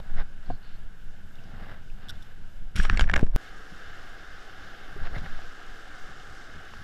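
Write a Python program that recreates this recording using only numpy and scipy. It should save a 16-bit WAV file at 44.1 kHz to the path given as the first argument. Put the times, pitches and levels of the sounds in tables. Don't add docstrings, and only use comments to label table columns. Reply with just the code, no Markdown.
import sys
import numpy as np
from scipy import signal
from scipy.fft import rfft, irfft, next_fast_len
from scipy.io import wavfile
from scipy.ndimage import uniform_filter1d

SR = 44100
rng = np.random.default_rng(int(sys.argv[2]) if len(sys.argv) > 2 else 0)


def unload_wav(signal):
    wavfile.write(
        sys.argv[1],
        SR,
        np.round(np.clip(np.atleast_2d(signal).T, -1, 1) * 32767).astype(np.int16),
    )


def linear_from_db(decibels):
    return 10 ** (np.asarray(decibels, float) / 20)


N = 301203
T = np.arange(N) / SR
CUT_S = 3.3619


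def unit(x):
    return x / np.sqrt(np.mean(x ** 2))


def colour(x, points, peaks=()):
    size = next_fast_len(N, True)
    hz = np.maximum(np.fft.rfftfreq(size, 1 / SR), 1)
    point_hz, point_db = np.transpose(points)
    db = np.interp(np.log(hz), np.log(point_hz), point_db)
    for peak_hz, width_hz, gain_db in peaks:
        db = db + gain_db / (1 + (2 * (hz - peak_hz) / width_hz) ** 2)
    return unit(irfft(rfft(x, size) * linear_from_db(db), size)[:N])


def band(x, lo_hz, hi_hz, order=2):
    sos = signal.butter(order, [lo_hz, hi_hz], "bandpass", fs=SR, output="sos")
    return unit(signal.sosfilt(sos, x))


def above(x, hz):
    size = next_fast_len(N, True)
    return irfft(rfft(x, size) * (np.fft.rfftfreq(size, 1 / SR) > hz), size)[:N]


def walk(rate_hz):
    k = int(SR / rate_hz)
    steps = np.repeat(rng.standard_normal(N // k + 1), k)
    return 0.86 * uniform_filter1d(uniform_filter1d(steps, k), k)[:N]


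def ring(hz, t60_s):
    t = np.arange(int(0.12 * SR)) / SR
    return np.sin(2 * np.pi * hz * t) * np.exp(-np.log(1000) * t / t60_s)


def add(out, start_s, x):
    i = int(start_s * SR)
    out[i:i + len(x)] += x[:N - i]


def grains(rate_hz, spread_db):
    hit = rng.random(N) < rate_hz / SR
    sign = rng.standard_normal(N)
    size = rng.exponential(size=N)
    return unit(hit * sign * linear_from_db(spread_db * np.minimum(size, 4)))


def swells(rows, squareness):
    out = np.zeros((3, N))
    for mid_s, half_s, db, *rel_db in rows:
        near = slice(max(int((mid_s - 3 * half_s) * SR), 0), int((mid_s + 3 * half_s) * SR))
        layer_db = db + np.array([[0], *np.c_[rel_db]], dtype=float)
        hump = np.exp(-2 * np.abs((T[near] - mid_s) / half_s) ** squareness)
        out[:, near] += linear_from_db(layer_db) ** 2 * hump
    return np.sqrt(out)


def bubbles(rate_hz, turns, glide, spread_db):
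    out, t = np.zeros(N), np.arange(1200) / SR
    for place, pitch, size in rng.random((4000, 3)):
        hz = 250 * 2 ** (4.175 * pitch)
        phase = hz * t * (1 + glide * hz * t / turns / 2)
        level = np.sqrt(hz) * linear_from_db(-spread_db * np.log(size + 0.017))
        pocket = level * np.sin(2 * np.pi * phase) * np.exp(-hz * t / turns)
        add(out, place * 4000 / rate_hz % T[-1], pocket)
    return unit(out)


# freq_hz, level_db (per Hz)
BANK = [(80, -10), (120, -4.5), (200, -6.5), (260, -17), (480, -20.5), (1150, -25.5), (1500, -16.5),
        (2070, -28.5), (2900, -26.5), (4200, -31), (8300, -37), (9500, -44), (13200, -40), (14500, -46),
        (15600, -48)]
RAPIDS = [(71, -28), (120, -6.5), (221, -6), (450, -6), (611, -10.5), (780, -6.5), (936, -15.5),
          (1270, -1.5), (1620, -1.5), (2340, -16), (3050, -13.5), (5490, -19.5), (8950, -33.5),
          (14000, -36.5), (15600, -44)]
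# freq_hz, width_hz, gain_db
CASE = [(780, 300, 5.5), (896, 105, -3.5), (1370, 98, 1.5), (1613, 320, 5.5), (2144, 130, 6),
        (2915, 470, 5), (3614, 210, 4.5), (4880, 140, 3), (5360, 210, 3), (6400, 270, 0), (7000, 520, 1.5),
        (11170, 770, 7.5), (14000, 1200, 4)]
BANK_DB, RAPIDS_DB = -55, -47
DUCK_FROM_S, DUCK_DB_PER_S, DUCK_UNTIL_S, RECOVER_DB_PER_S = 2.714, -49, 3.2, 125
FADE_DB, FADE_S = -6, 0.022


def river():
    white, swell = np.zeros(N), walk(1.466)
    for hz in 90 * 2.0 ** np.arange(8):
        octave = band(rng.standard_normal(N), hz / np.sqrt(2), hz * np.sqrt(2))
        white += np.sqrt(hz) * linear_from_db(0.5 * swell + 1.7 * walk(12)) * octave
    water = unit(white) + linear_from_db(-12.5) * bubbles(600, turns=3.4, glide=0.082, spread_db=2.5)
    duck_db = DUCK_DB_PER_S * (np.clip(T, DUCK_FROM_S, DUCK_UNTIL_S) - DUCK_FROM_S)
    duck_db = duck_db + RECOVER_DB_PER_S * np.maximum(T - DUCK_UNTIL_S, 0)
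    fade_db = FADE_DB * np.exp(-np.abs(T - CUT_S) / FADE_S)
    bank = linear_from_db(BANK_DB + duck_db) * colour(water, BANK, CASE)
    rapids = linear_from_db(RAPIDS_DB + fade_db) * colour(water, RAPIDS, CASE)
    return np.where(T < CUT_S, bank, rapids)


# time_s, level_db
SPRAY = [
    (3.37, -68.5),
    (4, -70.5),
    (5, -76.5),
    (5.5, -67.5),
    (6.3, -65),
    (6.83, -70.5),
]


def spray():
    ticks = band(grains(2500, 2.5) * linear_from_db(2 * walk(40)), 4400, 7800)
    return linear_from_db(np.interp(T, *np.transpose(SPRAY))) * ticks * (T > CUT_S + FADE_S)


# start_s, level_db, pitch_hz, length_s
BURSTS = [(0.168, -66, 5350, .047), (0.46, -64, 4200, .015), (1.309, -50, 1620, .006),
          (2.965, -55, 7000, .007), (5.157, -44, 1900, .012), (5.388, -52, 800, .012),
          (3.138, -44, 7000, .005), (3.162, -40, 6800, .005), (.5, -66, 4300, .09), (.62, -66, 4300, .09),
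          (.72, -67, 4300, .07), (5.9, -52, 1500, .05), (5.97, -51, 1480, .04), (3.8, -53, 1600, .06),
          (2.998, -46.5, 6760, .028), (2.829, -49, 8200, .011), (2.758, -50.5, 10700, 0.015),
          (.176, -50, 1920, .025), (5.255, -46, 1750, .018), (1.384, -56, 2800, 0.013),
          (1.437, -63.5, 5300, .01), (2.095, -47, 1540, 0.028), (1.9, -57, 2600, 0.007),
          (5.147, -45, 1990, .03), (5.153, -53, 3780, 0.047)]
# start_s, level_db, length_s
CRUNCH = [
    (1.354, -59, .006),
    (2.085, -49, 0.0054),
    (2.092, -37.5, 0.0062),
    (2.098, -42.5, 0.0066),
    (2.104, -44, .006),
    (2.154, -62, .005),
    (2.223, -52, 0.0063),
    (2.228, -55, .006),
]
# pitch_hz, gain_db
GRIT = [(3500, 2.5), (5250, -6), (7700, -14), (9600, -16), (12200, -16)]


def gravel_and_bursts():
    out, grit, t = np.zeros(N), grains(12000, 1), T[:4000]
    crunches = [(s, db + gain_db, hz, length_s) for s, db, length_s in CRUNCH for hz, gain_db in GRIT]
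    for start_s, db, hz, length_s in list(BURSTS) + crunches:
        rough = band(grit[int(start_s * SR):][:4000], hz / 1.07, hz * 1.07)
        envelope = np.minimum(8 * t / length_s, 1) * np.exp(-2 * (t / length_s) ** 4)
        add(out, start_s, linear_from_db(db) * envelope * rough)
    return out


# mid_s, half_s, level_db, dull_rel_db, hiss_rel_db
STROKES = [(0, 0.005, -50.5, 11, -2), (.1, 0.095, -60.5, 0.5, -9), (.198, .03, -43.5, -2, -13),
           (.16, 0.018, -52, -3, -13), (.48, 0.058, -58, -1, -5), (.68, 0.069, -64.5, -9, 0),
           (1.43, 0.1, -64.5, 3, -5), (1.65, .14, -51.5, -1, -11), (2.07, 0.1, -58.5, -2.5, -5.5),
           (2.24, 0.17, -62, -5.5, -5.5), (2.79, 0.032, -41, -17, -13), (2.855, 0.023, -39, -4, -11),
           (2.925, 0.039, -40, -13, -15), (3.005, 0.035, -42, -15, -12), (3.095, 0.029, -47, -4, -16),
           (3.17, 0.036, -42.5, 3.5, -18), (3.235, 0.02, -58, 3, -7), (3.345, 0.021, -63, 8, -16),
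           (3.305, .02, -66, 12, -10), (5, 0.061, -62.5, 4, -7), (5.06, 0.028, -47, -1, -8),
           (5.16, 0.036, -46, 1.5, -13), (5.255, 0.031, -51.5, 0, -10), (5.38, 0.14, -60, -6, 0)]


def cloth():
    slips = grains(7000, 2) * linear_from_db(2 * walk(70))
    main = colour(slips, [(700, -36), (1100, 2.5), (1500, 8), (2000, 3), (2600, -21), (4000, -47)], CASE)
    dull = colour(slips, [(120, -28), (250, -7.5), (500, -6), (800, -6), (1100, -16.5), (2000, -47)], CASE)
    hiss = colour(slips, [(1500, -37), (2500, 1.5), (3800, 1), (5500, -7.5), (6200, -30), (9000, -50)], CASE)
    return np.sum(swells(STROKES, squareness=2.8) * [main, dull, hiss], axis=0)


# freq_hz, level_db (per Hz)
CLOTH = [(1200, -16), (2200, -2), (3200, -3.5), (4200, -12), (5500, -11.5), (6400, -19), (8000, -18),
         (9200, -26), (11000, -25.5), (12500, -29), (14500, -39)]
# freq_hz, width_hz, gain_db
SCRAPE = [(3170, 400, 3.5), (5630, 350, 12), (6900, 300, 9), (8330, 400, 7), (10700, 900, 6),
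          (13700, 400, 6)]
# start_s, level_db, hold_s, release_s
DRAG = [(2.7575, -37, 0.012, 0.012), (2.78, -43, 0.076, 0.02), (2.896, -53, 0.051, .01),
        (2.9738, -37, .001, .002), (2.9947, -35, 0.001, .002), (3.01, -36, 0.001, 0.002),
        (3.1768, -45, .002, .001), (3.1143, -48, .002, .002), (3.3527, -58, .005, .001),
        (3.312, -68, .008, .002), (3, -46.5, .018, 0.019), (3.0982, -46, .001, .002),
        (3.139, -37, 0.001, .0015), (3.1605, -42, 0.002, 0.001), (3.1638, -32, .0006, .0013),
        (3.193, -40, 0.0011, .002)]
DRAG_ATTACK_S = 0.0012


def drag_and_bursts():
    scrape = colour(grains(6000, 0.61) * linear_from_db(2.1 * walk(150)), CLOTH, SCRAPE)
    pull = np.zeros(N)
    for start_s, db, hold_s, release_s in DRAG:
        attack = np.clip((T - start_s) / DRAG_ATTACK_S + 1, 0, 1)
        pull += linear_from_db(db) * attack * np.exp(-np.maximum(T - start_s - hold_s, 0) / release_s)
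    return pull * scrape


# start_s, peak_db, pitch_hz, t60_s
KNOCKS = [(0.502, -22, 720, 0.045), (.502, -27, 270, 0.032), (0.5062, -41, 1040, 0.047),
          (0.5056, -27.5, 494, 0.014), (2.8515, -24, 1300, .025), (2.795, -24, 179, 0.083),
          (2.899, -22, 310, 0.014), (2.933, -17, 170, 0.011), (3.018, -27, 140, 0.03),
          (2.756, -24.5, 136, 0.034), (3.265, -30, 170, .03), (3.197, -24, 284, .02),
          (5.268, -40, 650, 0.018), (3.129, -23, 130, 0.07), (3.229, -19, 370, 0.011),
          (3.2295, -27, 620, 0.015), (3.232, -24, 480, 0.02), (3.721, -40, 177, 0.095), (4.28, -45, 56, .1),
          (4.963, -35.5, 407, 0.077), (5.165, -26, 129, 0.081), (5.39, -36, 750, .03),
          (6.09, -44.5, 154, .06)]


def knocks():
    out = np.zeros(N)
    for start_s, db, hz, t60_s in KNOCKS:
        add(out, start_s, -linear_from_db(db) * np.convolve(ring(hz, t60_s), np.hanning(30) / 14.5))
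    return out


# start_s, level_db
TICKS = [(.2175, -60), (2.9841, -47), (2.995, -37), (3.051, -45), (3.0563, -47), (3.063, -55),
         (3.0896, -50), (3.1102, -56), (3.1272, -53), (3.1486, -51), (3.1739, -46), (3.1768, -37),
         (3.1785, -44), (3.1843, -42), (3.1891, -44), (3.1935, -36), (3.1983, -43), (3.204, -42),
         (3.2076, -44), (3.2113, -37), (3.2152, -43), (3.2196, -44), (3.2323, -48), (3.2406, -57),
         (3.2434, -57), (3.2476, -52), (3.2587, -64), (3.2643, -47), (3.2674, -49), (3.2694, -49),
         (3.2733, -50), (3.2792, -50), (3.2944, -67), (3.3358, -51), (3.3448, -55), (3.3527, -55),
         (3.3573, -52), (5.1605, -53), (5.182, -50), (5.194, -54)]
TICK_RISE_S, TICK_FALL_S = 0.00005, 0.001


def hinge_ticks():
    out, t = np.zeros(N), T[:900]
    pulse = (1 - np.exp(-(t / TICK_RISE_S) ** 2)) * np.exp(-t / TICK_FALL_S)
    for start_s, db in TICKS:
        add(out, start_s, linear_from_db(db + 12) * pulse)
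    return out


# start_s, peak_db, brightness_db
CREAKS = [(2.762, -30, -4), (2.799, -16.5, -27), (2.851, -20, -16), (2.8976, -9, -34), (2.9615, -32, -11),
          (2.9731, -25, 6.5), (2.9944, -16, -2), (3.0092, -17, 1), (3.017, -21.5, -28), (3.0405, -26, -24),
          (3.0775, -30, -25), (3.0898, -27, -23), (3.097, -15, -20), (3.1138, -27, -9), (3.1355, -18, -19),
          (3.1387, -8.5, -15), (3.1585, -19, -14), (3.1608, -13, -13), (3.163, -9, -19), (3.1763, -21, -16),
          (3.193, -22, -13), (3.231, -44, 3), (3.266, -41, -10), (3.3547, -39, -2), (5.0537, -38, -18),
          (5.071, -31.5, -18), (5.1827, -40, 2), (5.2608, -34.5, -17), (5.39, -38, -11),
          (6.7374, -31.5, -14)]
# pitch_hz, gain_db, t60_s
SHELL = [
    [(825, -15, 0.015), (1455, -11, 0.02), (1676, 12.5, 0.013), (2130, -4, 0.016)],
    [(2280, 18, 0.017), (2770, 20.5, 0.01), (3200, 16, 0.009)],
    [(4500, 17, 0.0061), (5380, 20, 0.0081), (7000, 16, 0.008), (8300, -26, .003), (11100, -1, .002)],
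]
TREBLE_DB = -8


def creaks():
    out, t = np.zeros(N), T[:160]
    for start_s, db, bright_db in CREAKS:
        slip = rng.standard_normal(160) * t * np.exp(-t / 0.00055)
        detune = 1 + rng.standard_normal(20) / 30
        for group, group_db in zip(SHELL, [0, bright_db, bright_db + TREBLE_DB]):
            body = sum(linear_from_db(g) * ring(hz * d, t60_s) for (hz, g, t60_s), d in zip(group, detune))
            sound = np.convolve(np.convolve(slip, body), np.hanning(7))
            add(out, start_s, linear_from_db(db + group_db + 0.55) * sound / np.abs(sound).max())
    return out


# mid_s, peak_db, half_s, direction
SHOVES = [(1.936, -32, .012, -0.91), (2.76, -20.5, .004, -1), (2.799, -9, 0.0058, -1),
          (2.824, -12.5, 0.019, 1), (2.855, -10.5, 0.013, -1.05), (2.892, -17, 0.013, 1),
          (2.934, -10.5, 0.0066, 1), (2.961, -13, .009, -1), (2.979, -15, .008, 1), (3.007, -16, .012, 1),
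          (3.025, -7, 0.0058, -0.96), (3.041, -13, .01, -1), (3.071, -12, .012, 1), (3.104, -20, .004, -1),
          (3.159, -15.5, 0.0092, 1), (3.176, -15, 0.0042, 1), (3.2305, -8, .0011, -1.03),
          (3.241, -10, .008, -1), (3.29, -15.5, 0.013, 1), (3.334, -18, 0.0097, 1), (3.3525, -13, .004, -1),
          (3.256, -17, .01, -1), (5.31, -26, .03, 1), (5.365, -25, .018, -1), (5.03, -20, .013, -1),
          (5.068, -22, 0.023, 1), (5.138, -22, .012, -1), (5.205, -23.5, 0.0093, -0.96),
          (6.045, -28, 0.023, -1.1)]


def shoves():
    return sum(way * linear_from_db(db) * np.exp(-((T - mid_s) / half_s) ** 2) for mid_s, db, half_s, way in SHOVES)


def wobble(hz, wander_oct, rate_hz):
    return unit(np.sin(2 * np.pi * np.cumsum(hz * 2 ** (wander_oct * walk(rate_hz))) / SR))


# sway_db, jolt_db, shudder_db
RESTLESS = [
    (-36, -55.5, -57.5),
    (-41, -60, -60.5),
]
# mid_s, half_s, sway_db, jolt_rel_db, shudder_rel_db
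BANK_MOVES = [(0, 0.026, -41, 6, 4.5), (.17, 0.07, -15.5, -24, -31), (.2, 0.026, -31, -8, -7.5),
              (.41, 0.045, -28.5, -40, -30), (.52, 0.037, -21, -14, -18.5), (.72, .05, -29, -20, -35),
              (.84, .04, -26, -18, -33), (1.09, 0.054, -29.5, -21, -22.5), (1.23, .04, -46.5, -11, -3.5),
              (1.62, 0.24, -40, -18, -6.5), (1.92, 0.052, -31.5, -10, -26), (2.15, .12, -41.5, -26, -8),
              (2.45, .04, -30, -28, -27), (2.63, 0.054, -25.5, -16, -30), (2.8, 0.04, -29, -3, -4),
              (2.93, 0.05, -31, -1, -2), (3.02, 0.06, -29, -2, -6), (3.13, 0.085, -30, 3, -4),
              (3.235, 0.02, -28, -5, -12), (3.29, 0.022, -30, -15, -20), (3.35, 0.011, -25, -3.5, -15)]
ROD_MOVES = [(3.56, .06, -36.5, -12, -15), (3.74, .04, -42, -8, -13), (3.9, .12, -38, -20, -25),
             (4.33, .05, -42, -6, -15), (4.88, .06, -36, -18, -20), (4.6, 0.11, -40.5, -10, -17.5),
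             (5.03, 0.098, -31.5, -14, -12.5), (5.19, 0.081, -31, -7, -9.5), (5.35, 0.082, -28.5, -24, -22),
             (5.47, 0.045, -31.5, -26, -24), (5.7, 0.039, -34, -25, -28), (6.35, 0.13, -46, -8, -12),
             (6.56, .07, -43, -4, -8), (5.92, .06, -45, -6, -11), (6.1, 0.062, -38, -16, -12.5),
             (6.8, 0.12, -49, -12, 0)]
STEP_DB, STEP_S = -13.5, 0.012


def membrane():
    sway = unit(wobble(9.8, 0.4, 6.3) + 0.3 * band(rng.standard_normal(N), 13.1, 26))
    jolt = unit(wobble(34, 0.34, 23) + band(rng.standard_normal(N), 23.4, 46))
    shudder = colour(grains(400, 1.95), [(40, -26), (70, 6.5), (130, -2), (200, -4.5), (300, -17),
                                         (600, -41.5), (1200, -94)])
    before_db, after_db = np.array(RESTLESS)[:, :, None]
    wander_db = 2.5 * np.array([walk(9) for _ in before_db])
    restless = linear_from_db(np.where(T < CUT_S, before_db, after_db) + wander_db)
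    moves = np.where(T < CUT_S, swells(BANK_MOVES, squareness=2.2), swells(ROD_MOVES, squareness=2.2))
    motion = np.sum(np.hypot(restless, moves) * [sway, jolt, shudder], axis=0)
    held = -linear_from_db(STEP_DB) * (T < CUT_S) * np.exp(np.minimum(T - CUT_S, 0) / STEP_S)
    still = 1 - np.exp(-np.abs(T - CUT_S) / STEP_S)
    return shoves() + still * motion + held


def rank(x):
    return np.argsort(np.argsort(x)) / N


# start_s, end_s, lost_share
STARVED = [(.07, .49, .65), (.65, .74, .6), (.8, .97, .55), (1.02, 1.17, .5), (1.22, 1.31, .85),
           (1.46, 1.49, .7), (1.86, 1.9, .6), (2.05, 2.07, .9), (2.18, 2.21, .9), (2.35, 2.47, .97),
           (2.57, 2.75, .65), (2.88, 2.99, .8), (3.025, 3.135, .95), (3.22, 3.333, .95), (5.02, 5.05, .6),
           (5.19, 5.21, .5)]
# freq_hz, lost_share
EDGE = [(14150, .15), (14450, .5), (14750, .82), (15050, .96)]


def thinned(x):
    quick, slow = walk(110), walk(7)
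    share = sum(p * (T > start_s) * (T < end_s) for start_s, end_s, p in STARVED)
    lost = uniform_filter1d(1.0 * (rank(quick) < share), size=200)
    x = x - lost * above(x, 12700)
    fray = uniform_filter1d(quick, size=900) + 0.1 * slow
    for k, (hz, share) in enumerate(EDGE):
        strip = above(x, hz)
        if k + 1 < len(EDGE):
            strip = strip - above(x, EDGE[k + 1][0])
        lost = uniform_filter1d(1.0 * (rank(np.roll(fray, 30011 * k)) < share), size=500)
        x = x - lost * strip
    return x


def scene():
    heard = thinned(river() + spray() + cloth() + drag_and_bursts())
    heard = heard + gravel_and_bursts() + knocks() + hinge_ticks() + creaks()
    top_cut = signal.ellip(8, 0.3, 45, 15700, fs=SR, output="sos")
    return (signal.sosfilt(top_cut, heard) + membrane())[None]


def roll_off(x):
    return signal.sosfilt(signal.butter(12, 16000, fs=SR, output="sos"), x)


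def record(dry):
    return roll_off(dry)


dry = scene()
out = record(dry)
unload_wav(out)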